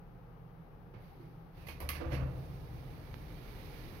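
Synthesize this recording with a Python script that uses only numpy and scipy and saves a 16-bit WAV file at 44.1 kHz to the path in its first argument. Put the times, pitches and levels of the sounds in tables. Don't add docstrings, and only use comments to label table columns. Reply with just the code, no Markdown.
import sys
import numpy as np
from scipy import signal
from scipy.fft import rfft, irfft
from scipy.io import wavfile

SR = 44100
rng = np.random.default_rng(int(sys.argv[2]) if len(sys.argv) > 2 else 0)


def put_to_file(sound):
    columns = np.atleast_2d(sound).T
    safe = np.clip(columns, -1, 1)
    whole_steps = np.round(safe * 32767)
    wavfile.write(sys.argv[1], SR, whole_steps.astype(np.int16))


N = 176400
TIME, HZ = np.arange(N) / SR, np.fft.rfftfreq(N, 1 / SR)
HIT_TIME, HIT_HZ = np.arange(SR) / SR, np.fft.rfftfreq(SR, 1 / SR)

# frequency in Hz, left-right correlation.
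STEREO_LIKENESS = [(100, 0.98), (200, 0.68), (350, 0.71), (600, 0.44), (1200, 0.055), (4000, 0.093),
                   (12000, 0.14)]
# frequency in Hz, left and right density in dB per Hz.
FAN_AIR = [(30, -72.5, -80), (55.6, -89, -97), (83.4, -69.5, -83.5), (106, -96.5, -84.5),
           (124.3, -82, -75.5), (164.5, -69.5, -71.5), (216, -90.5, -88), (523, -90, -84.5),
           (632, -91, -99.5), (810, -83, -96), (1000, -92, -101), (1240, -90.5, -104.7),
           (2290, -107.7, -105), (2920, -110.5, -110.6), (3900, -121.2, -114.2), (6000, -121.5, -119.8),
           (9400, -118.3, -122.9), (12100, -115.8, -121.5), (15200, -119.8, -121.9)]
# pitch in Hz, level in dB with doors shut, then with doors rolling.
HUM_TONES = [(31.3, -62, -66), (43.07, -60.5, -53.5), (119.7, -60.5, -56), (165.6, -62.5, -66.5),
             (239.6, -78.5, -67.5), (299.2, -80.5, -66.5), (420.3, -101, -70), (466.4, -73.5, -69)]
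# pitch in Hz, rms level wobble in dB.
HUM_WAVER = [(45, 1.2), (120, 2.8), (300, 3.4)]
# start, rise and fade in seconds,
# level in dB, band centre in Hz, width in octaves.
RUBS = [(.935, 0.0061, 0.068, 3, 493, 2), (.96, 0.092, 0.24, -9, 4000, 1.7),
        (0.97, 0.057, 0.32, -7.5, 12100, 0.28), (0.945, 0.023, 0.077, 9.5, 115, 0.25),
        (1.15, 0.047, 0.18, 9, 308, 0.22), (1.19, 0.022, 0.16, -11, 2200, 3),
        (1.55, 0.058, 0.24, 2.5, 2570, 0.1)]
# frequency in Hz, left and right density in dB per Hz.
SLIDE_HISS = [(30.6, -63, -76), (120, -77, -71.5), (201, -85, -84), (327, -86, -81), (590, -90.5, -87),
              (806, -100, -90), (1020, -99, -89), (1440, -102, -93), (2150, -108.4, -88),
              (3330, -109.5, -96.5), (4500, -113, -95.5), (5600, -117, -102.5), (9000, -104.3, -106.7),
              (12000, -100.7, -103.5), (14500, -107.2, -108.6)]
# frequency in Hz, left and right density in dB per Hz.
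ROLLER_RUMBLE = [(20.5, -91, -90), (45.7, -60, -68), (72, -61, -65), (102, -60.5, -66), (133, -60, -55),
                 (208, -75, -83), (286, -82.5, -73.5), (477, -77.5, -79.5), (900, -95, -80),
                 (1400, -100, -93.5), (2500, -110, -104)]
# time in seconds, gain in dB.
SLIDE_FADER = [(0, -59), (1.52, -21), (1.58, -4), (1.8, -7), (2.28, -8.5), (2.42, -4.5), (2.7, -4.5),
               (3.2, -1.5), (3.5, 1.5), (3.8, 3.5), (4, 2)]
# time in seconds, gain in dB.
RUMBLE_FADER = [(0, -35.5), (1.5, -45.5), (1.62, -12), (2.0, -8.5), (2.2, -7), (2.42, -4), (2.6, -6),
                (3.0, -7), (3.4, -13), (4, -24)]
# start and attack in seconds, level in dB, then bass shelf,
# top shelf, crack and ring trims in dB, bell EQ centre in Hz and its gain in dB.
LOCK_BLOWS = [(1.666, 0.0045, -10, 4, 4, -15, -4, 2170, 3), (1.684, 0.0013, -5, 5, 1, -16, -17, 2770, 1),
              (1.8026, 0.00065, -8.5, 9, 9, -4, -16, 990, 9), (1.8143, 0.001, -22, 17, 1, -11, -10, 900, 8),
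              (1.8898, 0.00098, 4, -14, 5.5, 2.5, -0.5, 2620, -1.5),
              (1.945, 0.013, -6.5, 3.5, -1, -23, -1, 1550, 11), (2.098, 0.048, -5, -4, -2, -22, 1, 1550, 1)]
# frequency in Hz, left and right density in dB per Hz.
LATCH_CLATTER = [(500, -79, -75), (880, -88, -77), (1130, -80, -69.5), (1430, -89, -79), (2280, -85, -69),
                 (2740, -91, -72), (3740, -91, -82.5), (4180, -101, -77), (5730, -101.2, -85.5),
                 (9500, -91, -88.5), (11550, -83, -78.5), (13100, -85.5, -92), (15000, -97, -88.5)]
# frequency in Hz, seconds to fall 60 dB.
CLATTER_T60 = [(500, 0.24), (2200, 0.31), (5000, 0.3), (11000, .22), (15000, 0.2)]
# frequency in Hz, relative gain in dB.
CRACK_EQ = [(500, -15), (1200, -8), (2600, 16), (3600, -18), (4400, 14.5), (5400, 4), (8600, 3),
            (11500, 11.5), (15000, -7)]
# pitch in Hz, level in dB, seconds to fall 60 dB.
STEEL_MODES = [(1123, -46.5, 0.15), (1185, -44, 0.093), (2045, -39, 0.14), (2150, -48, 0.15),
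               (2350, -53, 0.18), (2694, -59.5, 0.95), (2850, -62, 0.4), (3210, -54, 0.1),
               (4320, -45, 0.046), (4530, -50, 0.06)]
# start in seconds, boom level in dB, tilt in dB per octave above
# the second mode, thud level in dB.
DOOR_JOLTS = [(1.688, -11, -25, -12), (1.814, 0.5, -17.5, -16), (1.895, -13.5, -30, -28),
              (2.05, -0.5, -10, -8), (2.122, 2, 6.5, 0), (2.205, -4.5, 0, -2.5)]
# frequency in Hz, left and right density in dB per Hz.
WALL_THUD = [(25, -69, -72), (49.4, -57, -63), (100, -58.5, -66), (149, -57, -64), (196, -73, -65),
             (278, -69, -67), (394, -86, -96), (900, -125, -125)]
# frequency in Hz, seconds to fall 60 dB.
WALL_T60 = [(60, 0.76), (280, 0.5)]
# pitch in Hz, level in dB, seconds to fall 60 dB.
BOOM_MODES = [(46.5, -43, 1), (72.85, -36, 1), (120, -39.5, 0.56), (131.8, -38, 0.9), (167.5, -51.5, 1)]
# start and attack in seconds, level and ring trim in dB.
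HANGER_KNOCKS = [(1.807, 0.012, -6, -7), (1.998, 0.015, 0.5, 3), (2.045, 0.011, -7, -2),
                 (2.114, 0.0092, 1, -2), (2.19, 0.02, -5.5, 1)]
# pitch in Hz, level in dB, seconds to fall 60 dB.
LEAF_MODES = [(243.6, -59, 0.77), (333, -42, 0.83), (471, -50, 0.55), (580, -63, 0.25), (578.5, -48.5, 0.8),
              (720.5, -51.5, 1), (951, -43, 0.11), (1170, -52.5, 0.91)]
# frequency in Hz, left and right density in dB per Hz.
KNOCK_BODY = [(150, -66.5, -93), (232, -74, -70.5), (323, -67.5, -66), (395, -80, -83), (510, -69, -64),
              (750, -81, -77.5), (1070, -82, -75), (1700, -99, -77.5), (2800, -105, -82), (5100, -114, -88),
              (11900, -107, -108)]
# frequency in Hz, seconds to fall 60 dB.
BODY_T60 = [(150, 0.78), (500, 0.94), (1500, 0.69), (5000, 0.13)]
# frequency in Hz, gain in dB.
PORT_EQ = [
    [(4800, -2), (5700, -10.5), (6600, -29), (9200, -46), (10200, -11), (11400, -1)],
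    [(6200, -1.5), (7100, -12), (7550, -21.5), (8100, -9.5), (8600, -3.5)],
]


def amp(db):
    return 10 ** (np.asarray(db) / 20)


def left_trim(db):
    return amp([[db], [0]])


def curve(table, hz, column=1):
    columns = np.transpose(table)
    return np.interp(np.log(hz + 1), np.log(columns[0] + 1), columns[column])


def bell(centre_hz, octaves):
    return np.exp(-.5 * (np.log2((HIT_HZ + 1) / centre_hz) / octaves) ** 2)


def fader(points):
    return amp(np.interp(TIME, *np.transpose(points)))


def add(mix, start, sound):
    part = mix[:, round(start * SR):][:, :sound.shape[-1]]
    part += sound[..., :part.shape[1]]


def noise_bins(table, size, low_cut_hz=26):
    hz = np.fft.rfftfreq(size, 1 / SR)
    right, spread = rfft(rng.standard_normal((2, size)))
    likeness = curve(STEREO_LIKENESS, hz)
    left = likeness * right + np.sqrt(1 - likeness ** 2) * spread
    gain = amp([curve(table, hz, 1), curve(table, hz, 2)]) * np.sqrt(SR / 2)
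    return np.array([left, right]) * gain * hz ** 4 / (hz ** 4 + low_cut_hz ** 4)


def drift(rate_hz):
    wobble = irfft(rfft(rng.standard_normal(N)) * np.exp(-(HZ / rate_hz) ** 2), N)
    return wobble / wobble.std()


def ripple(hz, width_hz, depth_db):
    grid = np.arange(0, SR / 2, 8)
    smoothing = np.exp(-(np.fft.rfftfreq(len(grid), grid[1]) * width_hz * 2) ** 2)
    bumps = irfft(rfft(rng.standard_normal(len(grid))) * smoothing, len(grid))
    gain = amp(depth_db * np.interp(hz, grid, bumps / bumps.std()) * np.minimum(hz / 600, 1))
    return gain / np.sqrt(np.mean(gain ** 2))


def decay(t60):
    return np.exp(-np.log(1000) * HIT_TIME / t60)


def die_away(bins, tails):
    band_hz, t60s = np.transpose(tails)
    shares = [np.interp(np.log(HIT_HZ + 1), np.log(band_hz), row) for row in np.eye(len(tails))]
    return sum(irfft(bins * share) * decay(t60) for share, t60 in zip(shares, t60s))


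def attack(rise, t60):
    return np.minimum(HIT_TIME / rise, 1) * np.exp(np.log(1000) * np.minimum(HIT_TIME, rise) / t60)


def ringing(modes):
    return sum(amp(db) * decay(t60) * np.sin(2 * np.pi * (hz * HIT_TIME + rng.random((2, 1))))
               for hz, db, t60 in modes)


def fan_and_motor(wander=0.53):
    out = irfft(noise_bins(FAN_AIR, N), N)
    takeover = np.interp(TIME, [2.3, 3.1], [0, 1])
    for hz, shut_db, roll_db in HUM_TONES:
        gain = amp(shut_db + (roll_db - shut_db) * takeover + curve(HUM_WAVER, hz) * drift(5.2))
        phase = 2 * np.pi * (hz * TIME + rng.random()) + wander * np.sqrt(hz / 100) * drift(2.3)
        out += np.sqrt(2) * gain * np.sin(phase)
    return out


def rustles():
    out = np.zeros((2, N))
    for start, rise, fade, db, centre_hz, octaves in RUBS:
        rub = irfft(noise_bins(SLIDE_HISS, SR) * amp(db) * bell(centre_hz, octaves))
        swell = np.minimum(HIT_TIME / rise, 1) * np.exp(-np.maximum(HIT_TIME - rise, 0) / fade)
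        add(out, start, rub * swell)
    return out


def rolling_doors(lumps_db=1, grain_db=.5):
    car_modes = ripple(HZ, width_hz=25, depth_db=1.5)
    rumble = irfft(noise_bins(ROLLER_RUMBLE, N) * car_modes, N) * amp(lumps_db * drift(21))
    hiss = irfft(noise_bins(SLIDE_HISS, N) * car_modes, N) * amp(grain_db * drift(60))
    return rumble * fader(RUMBLE_FADER) + hiss * fader(SLIDE_FADER)


def steel_lock(crack_s=0.0013, crack_trim_db=-31):
    out = np.zeros((2, N))
    for start, rise, db, bass_db, top_db, crack_db, ring_db, bell_hz, bell_db in LOCK_BLOWS:
        shelves_db = curve([(700, bass_db), (1200, 0), (5500, 0), (9500, top_db)], HIT_HZ)
        colour = amp(shelves_db + bell_db * bell(bell_hz, octaves=0.21))
        steel = noise_bins(LATCH_CLATTER, SR) * ripple(HIT_HZ, width_hz=35, depth_db=3)
        clatter = die_away(steel * colour, CLATTER_T60)
        crack = irfft(rfft(rng.standard_normal((2, SR))) * amp(curve(CRACK_EQ, HIT_HZ)) * colour)
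        crack *= np.exp(-(HIT_TIME / crack_s - 1) ** 2)
        crack /= np.sqrt((crack ** 2).sum(1, keepdims=True) / (crack_s * SR))
        crack *= amp(crack_trim_db + crack_db) * left_trim(-18)
        ring = amp(ring_db) * ringing(STEEL_MODES) * left_trim(-27)
        add(out, start, amp(db) * ((clatter + ring) * attack(rise, t60=0.3) + crack))
    return out


def panel_boom(rise=0.011):
    out = np.zeros((2, N))
    for start, db, tilt_db, thud_db in DOOR_JOLTS:
        thud = die_away(noise_bins(WALL_THUD, SR), WALL_T60)
        add(out, start, amp(thud_db) * np.minimum(HIT_TIME / rise, 1) * thud)
        for hz, mode_db, t60 in BOOM_MODES:
            octaves = max(np.log2(hz / BOOM_MODES[1][0]), 0)
            ring = np.sin(2 * np.pi * hz * HIT_TIME) * attack(rise, t60) * decay(t60)
            add(out, start, amp(db + mode_db + tilt_db * octaves) * ring)
    return out * left_trim(1)


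def hanger_knocks():
    out = np.zeros((2, N))
    for start, rise, db, ring_db in HANGER_KNOCKS:
        ring = amp(ring_db) * ringing(LEAF_MODES) * left_trim(-13)
        body = die_away(noise_bins(KNOCK_BODY, SR), BODY_T60)
        add(out, start, amp(db) * attack(rise, t60=0.94) * (ring + body))
    return out


def dry_tick(at_s=3.1425, edge_s=.00005, decay_s=.00024):
    t = TIME - at_s
    return amp(-27.5) * np.tanh(t / edge_s) * np.exp(-abs(t) / decay_s) * left_trim(-20)


def scene():
    return (fan_and_motor() + rustles() + steel_lock() + panel_boom() + hanger_knocks()
            + rolling_doors() + dry_tick())


def record(dry, high_cut_hz=15850):
    notched = irfft(rfft(dry) * amp([curve(port, HZ) for port in PORT_EQ]), N)
    high_cut = signal.firwin(511, high_cut_hz, window=("kaiser", 9), fs=SR)
    return signal.oaconvolve(notched, high_cut[None], "same")


dry = scene()
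out = record(dry)
put_to_file(out)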